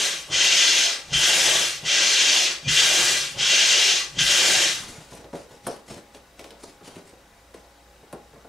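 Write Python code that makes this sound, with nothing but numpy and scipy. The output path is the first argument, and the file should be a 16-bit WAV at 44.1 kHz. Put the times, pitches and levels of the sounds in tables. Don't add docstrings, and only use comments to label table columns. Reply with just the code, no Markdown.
import sys
import numpy as np
from scipy import signal
from scipy.fft import rfft, irfft
from scipy.io import wavfile
from scipy.ndimage import uniform_filter1d, map_coordinates

SR = 44100
rng = np.random.default_rng(int(sys.argv[2]) if len(sys.argv) > 2 else 0)


def output_pcm(signal):
    pcm = np.clip(np.atleast_2d(signal).T, -1, 1) * 32767
    wavfile.write(sys.argv[1], SR, np.round(pcm).astype(np.int16))


def gain_from_decibels(decibels):
    exponent = np.asarray(decibels, float) / 20
    return 10 ** exponent


N = 373968
CONTROL_STEP = 32

# valve_opens_s, jet_db, hand_slows_s, piston_rests_s, down (1 = push, 0 = pull)
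STROKES = [
    (-0.41, -21.8, 0.0, 0.3, 1),
    (0.309, -18, 0.8, 1.03, 0),
    (1.127, -19.2, 1.54, 1.835, 1),
    (1.844, -18.6, 2.39, 2.61, 0),
    (2.678, -19, 3.05, 3.38, 1),
    (3.376, -18.2, 3.88, 4.11, 0),
    (4.183, -18.6, 4.57, 4.87, 1),
]


def unit(x):
    return x / np.sqrt(np.mean(x ** 2) + 1e-20)


def along(points, hz):
    point_hz, value = np.transpose(points)
    return np.interp(np.log(hz + 1), np.log(point_hz + 1), value)


def clock():
    return np.arange(0, N + CONTROL_STEP, CONTROL_STEP) / SR


def smooth(control):
    return np.interp(np.arange(N) / CONTROL_STEP, np.arange(len(control)), control)


def wobble(rate_hz):
    knots = rng.standard_normal(int(N * rate_hz / SR) + 4)
    return smooth(map_coordinates(knots, [clock() * rate_hz]))


def filtered(x, response):
    size = 2 ** 16 * (N // 2 ** 16 + 1)
    return irfft(rfft(x, size) * response(np.fft.rfftfreq(size, 1 / SR)), size)[..., :N]


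def modes(table, f):
    total = 0
    for k, (hz, width_hz, db) in enumerate(table):
        total = total + (-1) ** k * gain_from_decibels(db) * 1j * f * width_hz / (hz * hz - f * f + 1j * f * width_hz)
    return total


def rush(colour, patchy_db):
    re, im, field = rng.standard_normal((3, 257, N // 256 + 3))
    field = uniform_filter1d(uniform_filter1d(field, size=5, axis=0), size=8, axis=1)
    patchy = (re + 1j * im) * gain_from_decibels(patchy_db * unit(field))
    noise = signal.istft(patchy, window="cosine", nperseg=512)[1][:N]
    return unit(filtered(noise, colour))


def ring(table):
    t = np.arange(SR // 2) / SR
    tones = 0
    for hz, db, t60_s in table:
        tones = tones + gain_from_decibels(db + rng.normal(0, 1) - 60 * t / t60_s) * np.sin(2 * np.pi * hz * t)
    return tones * (1 - np.exp(-t / 0.0051))


def bursts(rows, blow_db):
    out, t = np.zeros(N + SR), np.arange(SR // 2) / SR
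    for start_s, db, t60_s in rows:
        rattle = rng.standard_normal(len(t)) * gain_from_decibels(db - 60 * t / np.clip(t60_s, .02, .5))
        rattle[0] = gain_from_decibels(db + blow_db)
        out[round(start_s * SR):][:len(t)] += rattle
    return out[:N]


def effort(over_db, attack_s, slows):
    slowing_db, slowing_bend, drain_db_per_s = 29, 1.9, 62
    t, power = clock(), 0
    for opens_s, db, slow_s, rest_s, down in STROKES:
        way = int(down > .5)
        slowed = np.clip((t - slow_s) / (rest_s - slow_s), 0, 1) ** slowing_bend
        loss_db = slowing_db * slowed * slows[way] + drain_db_per_s * np.clip(t - rest_s, 0, None)
        build = 1 - np.exp(-np.clip(t - opens_s, 0, None) / attack_s[way])
        power = power + (gain_from_decibels(db + over_db[way] - loss_db) * build) ** 2
    return smooth(power)


def turns(db, rise_s, fall_s):
    t, power = clock(), 0
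    for opens_s, _, _, _, down in STROKES[1:]:
        way = int(down > .5)
        decay = np.where(t < opens_s, (t - opens_s) / rise_s[way], (opens_s - t) / fall_s)
        power = power + gain_from_decibels(2 * db[way]) * np.exp(decay * 2)
    return smooth(power)


def jolt(db):
    return turns(db, rise_s=(.025, .025), fall_s=.065)


def background():
    # hz, level_db [dB per Hz]
    room_tone = [(15, -95), (30, -85), (60, -85), (110, -88), (200, -90), (350, -90), (550, -90),
                 (900, -91), (1400, -94.5), (2200, -96.5), (3500, -100.5), (5500, -101.5), (8500, -105),
                 (12000, -110.5), (15700, -112)]
    # pitch_hz, width_hz, level_db
    fan_whines = [(58, 3, -62.5), (290, 20, -72), (511, 6, -67), (560, 7, -66), (689, 9, -72),
                  (821, 3, -63.5), (885, 12, -75), (1480, 9, -72), (1970, 8, -75)]

    def whine_response(f):
        total = 0
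        for hz, width_hz, db in fan_whines:
            total = total + gain_from_decibels(db) * np.sqrt(2 * SR / (np.pi * width_hz)) * modes([(hz, width_hz, 0)], f) ** 2
        return total

    air, other = [gain_from_decibels(-55.5) * rush(lambda f: gain_from_decibels(along(room_tone, f)), patchy_db=1.2) for side in "ab"]
    return air + filtered(rng.standard_normal(N), whine_response), 2.0 * other


def camera():
    frame_rate_hz, first_tick_s = 30000 / 1001, .005
    t = np.arange(N) / SR
    since_frames = ((t - first_tick_s) * frame_rate_hz + .5) % 1 - .5
    pulse = np.exp(-(since_frames / frame_rate_hz / .004) ** 2)
    return gain_from_decibels(-60.5) * pulse * np.sin(2 * np.pi * 3820 * t)


def walls(x):
    # hz, t60_s
    decay_times = [(150, 0.52), (1000, 0.35), (5000, 0.28), (12000, 0.05)]
    step, out = 12288, np.zeros((2, N + SR))
    window = np.sin(np.pi * np.arange(2 * step) / (2 * step))
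    padded = np.pad(x, (step, 2 * step))
    for at in range(-step, N, step):
        hz, t, z = signal.stft(rng.standard_normal((2, SR // 3)), SR, nperseg=256)
        tail = signal.istft(z * gain_from_decibels(-60 * t / along(decay_times, hz)[:, None]), SR, nperseg=256)[1]
        tail = tail / np.linalg.norm(tail[0])
        piece = padded[at + step:at + 3 * step] * window
        answer = signal.fftconvolve(piece[None], tail, axes=1)[:, max(-at, 0):]
        out[:, max(at, 0):][:, :answer.shape[1]] += answer
    return np.pad(out, ((0, 0), (200, 0)))[:, :N]


def knocks():
    # start_s, peak_db, thud_db, t60_s
    hand_knocks = [(5.121, -29.5, -16, 0.25), (5.189, -32.5, -18, 0.26), (5.242, -33, -14.5, 0.22),
                   (5.331, -22, -23, 0.2), (5.344, -28, -13, 0.18), (5.356, -28.5, -20.5, 0.19),
                   (5.508, -33, -15.5, 0.27), (5.667, -10, -31.5, 0.14), (5.907, -30.5, -8.5, 0.18),
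                   (5.968, -32, -10, 0.24), (6.144, -33, -34, 0.18), (6.392, -29.5, -29, 0.22),
                   (6.444, -33.5, -28, 0.26), (6.506, -34, -17, 0.27), (6.633, -33.5, -17, 0.2),
                   (6.809, -33, -26, 0.14), (6.829, -44, -8, 0.22), (6.874, -35, -13, 0.39),
                   (6.961, -31, -10.5, 0.31), (7.126, -38.5, -19, 0.2), (7.541, -30, -31, 0.16),
                   (7.579, -40, -19, 0.29), (8.028, -38, -19, 0.18), (8.128, -22.5, -21, 0.19),
                   (8.331, -34, -15, 0.2), (8.359, -37, -14, 0.2), (8.446, -33, -22, 0.22)]
    # pitch_hz, width_hz, level_db
    skin_modes = [(245, 87, -5.5), (323, 65, -1), (403, 43, 0.5), (467, 40, 0), (563, 49, -1.5),
                  (670, 65, -3), (790, 150, -7.5), (1070, 170, -11.5), (1460, 450, -18.5)]
    skin_blows = bursts([(s, db + 8, t60_s) for s, db, _, t60_s in hand_knocks], blow_db=23)
    thud_blows = bursts([(s, db + thud_db + 22.5, .15) for s, db, thud_db, _ in hand_knocks], blow_db=20)
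    skin = filtered(skin_blows, lambda f: modes(skin_modes, f) / (1 + 1j * f / 3000))
    thud = filtered(thud_blows, lambda f: modes([(150, 180, 0)], f) ** 2)
    return skin + thud


def nozzle():
    # start_s, peak_db, snap_db
    clicks = [(5.15, -50, 6), (5.244, -45, -19), (5.3536, -40, -12), (5.6687, -37, 10), (6.1475, -40, -23),
              (6.3933, -33, -20), (6.442, -35.5, -23), (6.5061, -38.5, -15), (6.8763, -37, -25),
              (6.9586, -40, -12), (7.5421, -41.5, -11), (8.1271, -40.5, -0.5)]
    click_blows = bursts([(s, db + 1.5, .06) for s, db, _ in clicks], blow_db=14)
    snap_blows = bursts([(s, db + snap_db + 8, .045) for s, db, snap_db in clicks], blow_db=8)
    click = filtered(click_blows, lambda f: modes([(2770, 4600, 0)], f) ** 2)
    snap = filtered(snap_blows, lambda f: modes([(9300, 3000, 0)], f) ** 2)
    return click + snap


def rubbing():
    # centre_s, half_length_s, level_db
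    slides = [(4.8, 0.09, -42), (4.92, 0.15, -46.5), (5.135, 0.07, -46), (5.362, 0.085, -48),
              (5.522, 0.06, -53.5), (5.68, 0.085, -43), (5.905, 0.065, -42), (5.98, 0.03, -53),
              (6.152, 0.04, -54), (6.41, 0.09, -51), (6.635, 0.09, -48), (6.86, 0.07, -48),
              (6.965, 0.055, -51), (7.075, 0.05, -53), (7.56, .07, -56)]
    # hz, level_db [dB per Hz]
    friction = [(150, 1), (400, 3), (800, -2), (1500, -7.5), (6000, -7.5), (10000, -11.5), (13000, -25),
                (15700, -34)]
    t, slide = clock(), 0
    for centre_s, half_s, db in slides:
        slide = slide + gain_from_decibels(db) * np.exp(-((t - centre_s) / np.where(t < centre_s, .4 * half_s, half_s)) ** 2)
    return smooth(slide) * gain_from_decibels(2.5 * wobble(150)) * rush(lambda f: gain_from_decibels(along(friction, f)), patchy_db=2.5)


def piston():
    # pitch_hz, level_db, t60_s
    base_modes = [(131, -3.5, 0.19), (155, 5, 0.13), (190, -3.5, 0.092), (266, -3, .06), (340, -6.5, 0.074)]
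    # pitch_hz, level_db, t60_s
    floor_modes = [(35, -0.5, 0.27), (58, 3.5, 0.48)]
    # after_opening_s, peak_db, shove_db
    up_turn = [(-.015, -36, -19)]
    down_turn = [
        (-.048, -44, -13),
        (-.006, -29.5, -17),
        (.025, -32.5, -9.5),
    ]
    # start_s, peak_db, shove_db
    dropped = [(4.98, -35.5, -18.5)]
    thumps = []
    for opens_s, _, _, _, down in STROKES[1:]:
        for after_s, db, shove_db in (down_turn if down > .5 else up_turn):
            thumps.append((opens_s + after_s, db, shove_db))
    out = np.zeros(N + SR)
    for start_s, db, shove_db in thumps + list(dropped):
        thump = gain_from_decibels(db - 1) * ring(base_modes) + gain_from_decibels(db + shove_db - 2.5) * ring(floor_modes)
        out[round(start_s * SR):][:SR // 2] += thump
    return out[:N]


def flap():
    # start_s, length_s, level_db
    squeaks = [(2.645, 0.041, -39)]
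    # pitch_hz, level_db
    flap_tones = [(2424, 2), (4628, -7), (6264, -8)]
    t = np.arange(N) / SR
    tone = sum(gain_from_decibels(db + 2.5 * wobble(80)) * np.sin(2 * np.pi * hz * t) for hz, db in flap_tones)
    gate = sum(gain_from_decibels(db) * np.clip(np.minimum(t - s, s + length_s - t) / .003, 0, 1)
               for s, length_s, db in squeaks)
    return tone * gate


def foot():
    # hz, level_db [dB per Hz]
    shudder = [(15, -43), (25, -13), (70, -5), (98, -9.5), (139, 2), (238, -18.5), (260, -8), (340, -40),
               (570, -120)]
    power = effort((-44, -30), attack_s=(.04, .12), slows=(.6, .3)) + jolt((-44, -35))
    return np.sqrt(power) * gain_from_decibels(2.5 * wobble(12)) * rush(lambda f: gain_from_decibels(along(shudder, f)), patchy_db=1.5)


def barrel():
    # hz, level_db [dB per Hz]
    barrel_rush = [(110, -31.5), (180, -8.5), (247, -16), (351, -2), (459, -6), (501, -6.5), (556, -3),
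                   (946, -8), (1200, -10.5), (1560, -26), (2640, -120)]
    power = effort((-20.5, -14), attack_s=(.04, .12), slows=(.7, 1.4)) + jolt((-41, -42))
    chamber = lambda f: gain_from_decibels(along(barrel_rush, f)) * (1 + np.abs(modes([(545, 16, -6.5)], f)))
    return np.sqrt(power) * gain_from_decibels(1.2 * wobble(30) + 1.2 * wobble(7)) * rush(chamber, patchy_db=1.5)


def seal():
    # hz, level_db [dB per Hz]
    leak = [(4120, -31.5), (7000, -9), (8910, -9), (9620, -11.5), (13100, -22), (15000, -28.5),
            (15600, -38.5)]
    power = effort((-17.5, -12.5), attack_s=(.09, .035), slows=(.75, .78))
    return np.sqrt(power) * gain_from_decibels(1.5 * wobble(40)) * rush(lambda f: gain_from_decibels(along(leak, f)), patchy_db=-1.5)


def jet_level():
    rebound_db, rebound_at_s, surge_db, surge_at_s, bump_s = 3.2, .066, 1.5, .115, .028
    bump = lambda at_s: smooth(np.exp(-((clock() - at_s) / bump_s) ** 2))
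    kick_db = 0
    for opens_s, _, _, _, down in STROKES:
        if down > .5:
            kick_db = kick_db + surge_db * bump(opens_s + surge_at_s) - rebound_db * bump(opens_s + rebound_at_s)
    creep = turns((-36, -33), rise_s=(.012, .022), fall_s=.02)
    push = effort((0, 0), attack_s=(.033, .004), slows=(1, 1))
    return 10 * np.log10(push * gain_from_decibels(2 * kick_db) + creep + 1e-12)


def jet():
    # pitch_hz, width_hz, level_db
    hose = [(1610, 51, -2), (1913, 20, -5), (1997, 33, 0), (2410, 93, -0.5), (2774, 45, 3), (3148, 89, 0),
            (3450, 41, 2), (3803, 43, 3), (4177, 42, 2), (4578, 55, 1.5), (4940, 44, -1), (5280, 61, 0),
            (5594, 49, 0), (5870, 61, -1), (6280, 275, -3.5), (6900, 360, -5.5), (7840, 49, 1),
            (8250, 56, 1), (8730, 91, -1)]
    # hz, level_db [dB per Hz]
    pull_jet = [(530, -43.5), (900, -26.5), (1300, -14.5), (1580, -7), (1850, -7.5), (2610, -4), (2720, -2),
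                (3150, -1), (3990, -5.5), (6470, -3.5), (9500, -24.5), (12400, -49.5), (20900, -120)]
    push_jet = [(530, -43), (900, -20), (1000, -36.5), (1120, -13.5), (1310, -11.5), (1580, -4.5),
                (2580, -5.5), (3150, -1), (4400, -5.5), (6470, -3.5), (9500, -18.5), (12400, -46.5),
                (20900, -120)]
    opening_jet = [(590, -46), (1000, -27), (1500, -4.5), (1790, -13.5), (2010, -3), (2160, -11.5),
                   (3160, 1), (3990, -9.5), (6520, -7), (9500, -27), (12400, -53), (20900, -120)]
    slow_jet = [(590, -40), (1000, -15), (1120, -2), (1280, -6.5), (2050, -2), (2610, -2.5), (2900, -2),
                (6160, -3), (9500, -16), (12400, -39), (20900, -120)]
    comb = lambda f: np.sqrt(gain_from_decibels(-10.5) + sum(np.abs(modes([m], f)) ** 2 for m in hose))
    colours = (pull_jet, push_jet, opening_jet, slow_jet)
    eddies = np.array([rush(lambda f: gain_from_decibels(along(colour, f)), patchy_db=1.14) for colour in colours])
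    pull, push, opening, slow = map(unit, filtered(eddies, comb))

    level_db = jet_level()
    t, control_t = np.arange(N) / SR, clock()
    pushing = sum((t > opens_s - .04) & (t < rest_s) for opens_s, _, _, rest_s, way in STROKES if way > .5)
    down = uniform_filter1d(pushing * 1., size=800)
    fresh = smooth(sum((control_t > row[0] - .03) * np.exp(-np.abs(control_t - row[0]) / .12)
                       for row in STROKES[1:]))
    dying = (1 - fresh) * np.clip((-21.5 - level_db) / 9, 0, 1)
    full = np.sqrt(np.clip(1 - fresh - dying, 0, 1)) * (down * push + (1 - down) * pull)
    shake_db = 0.67 * wobble(14) + 0.6 * wobble(60)
    return gain_from_decibels(level_db + shake_db) * (full + np.sqrt(fresh) * opening + np.sqrt(np.abs(dying)) * slow)


def scene():
    # hz, correlation
    alike = [(60, 1.0), (180, 1), (550, 0.96), (1650, 0.78), (4970, 0.85), (15000, 0.46)]
    # hz, level_db
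    lean = [(60, 0.0), (180, 0.0), (550, 0.5), (1650, 2), (4970, 1.7), (15000, 0.23)]
    hands = knocks() + nozzle() + rubbing()
    near = hands + piston() + flap() + foot() + barrel() + seal() + jet()
    shared, apart = walls(near)
    fan, fan_apart = background()
    echo = gain_from_decibels(-9) * filtered(shared, lambda hz: hz / np.hypot(hz, 400))
    mid = gain_from_decibels(-0.5) * near + echo + fan
    half_angle = lambda hz: np.arccos(np.clip(along(alike, hz), -1, .999)) / 2
    side = filtered(apart + fan_apart, lambda hz: 0.72 * np.tan(half_angle(hz)))
    pair = np.array([mid + side, mid - side])
    return filtered(pair, lambda hz: gain_from_decibels(along(lean, hz) * np.array([[.5], [-.5]]))) + camera()


def low_pass(x):
    return signal.sosfilt(signal.butter(12, 15720, fs=SR, output="sos"), x)


def record(dry):
    mix = filtered(dry, lambda hz: hz < 15720)
    return low_pass(mix)


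dry = scene()
out = record(dry)
output_pcm(out)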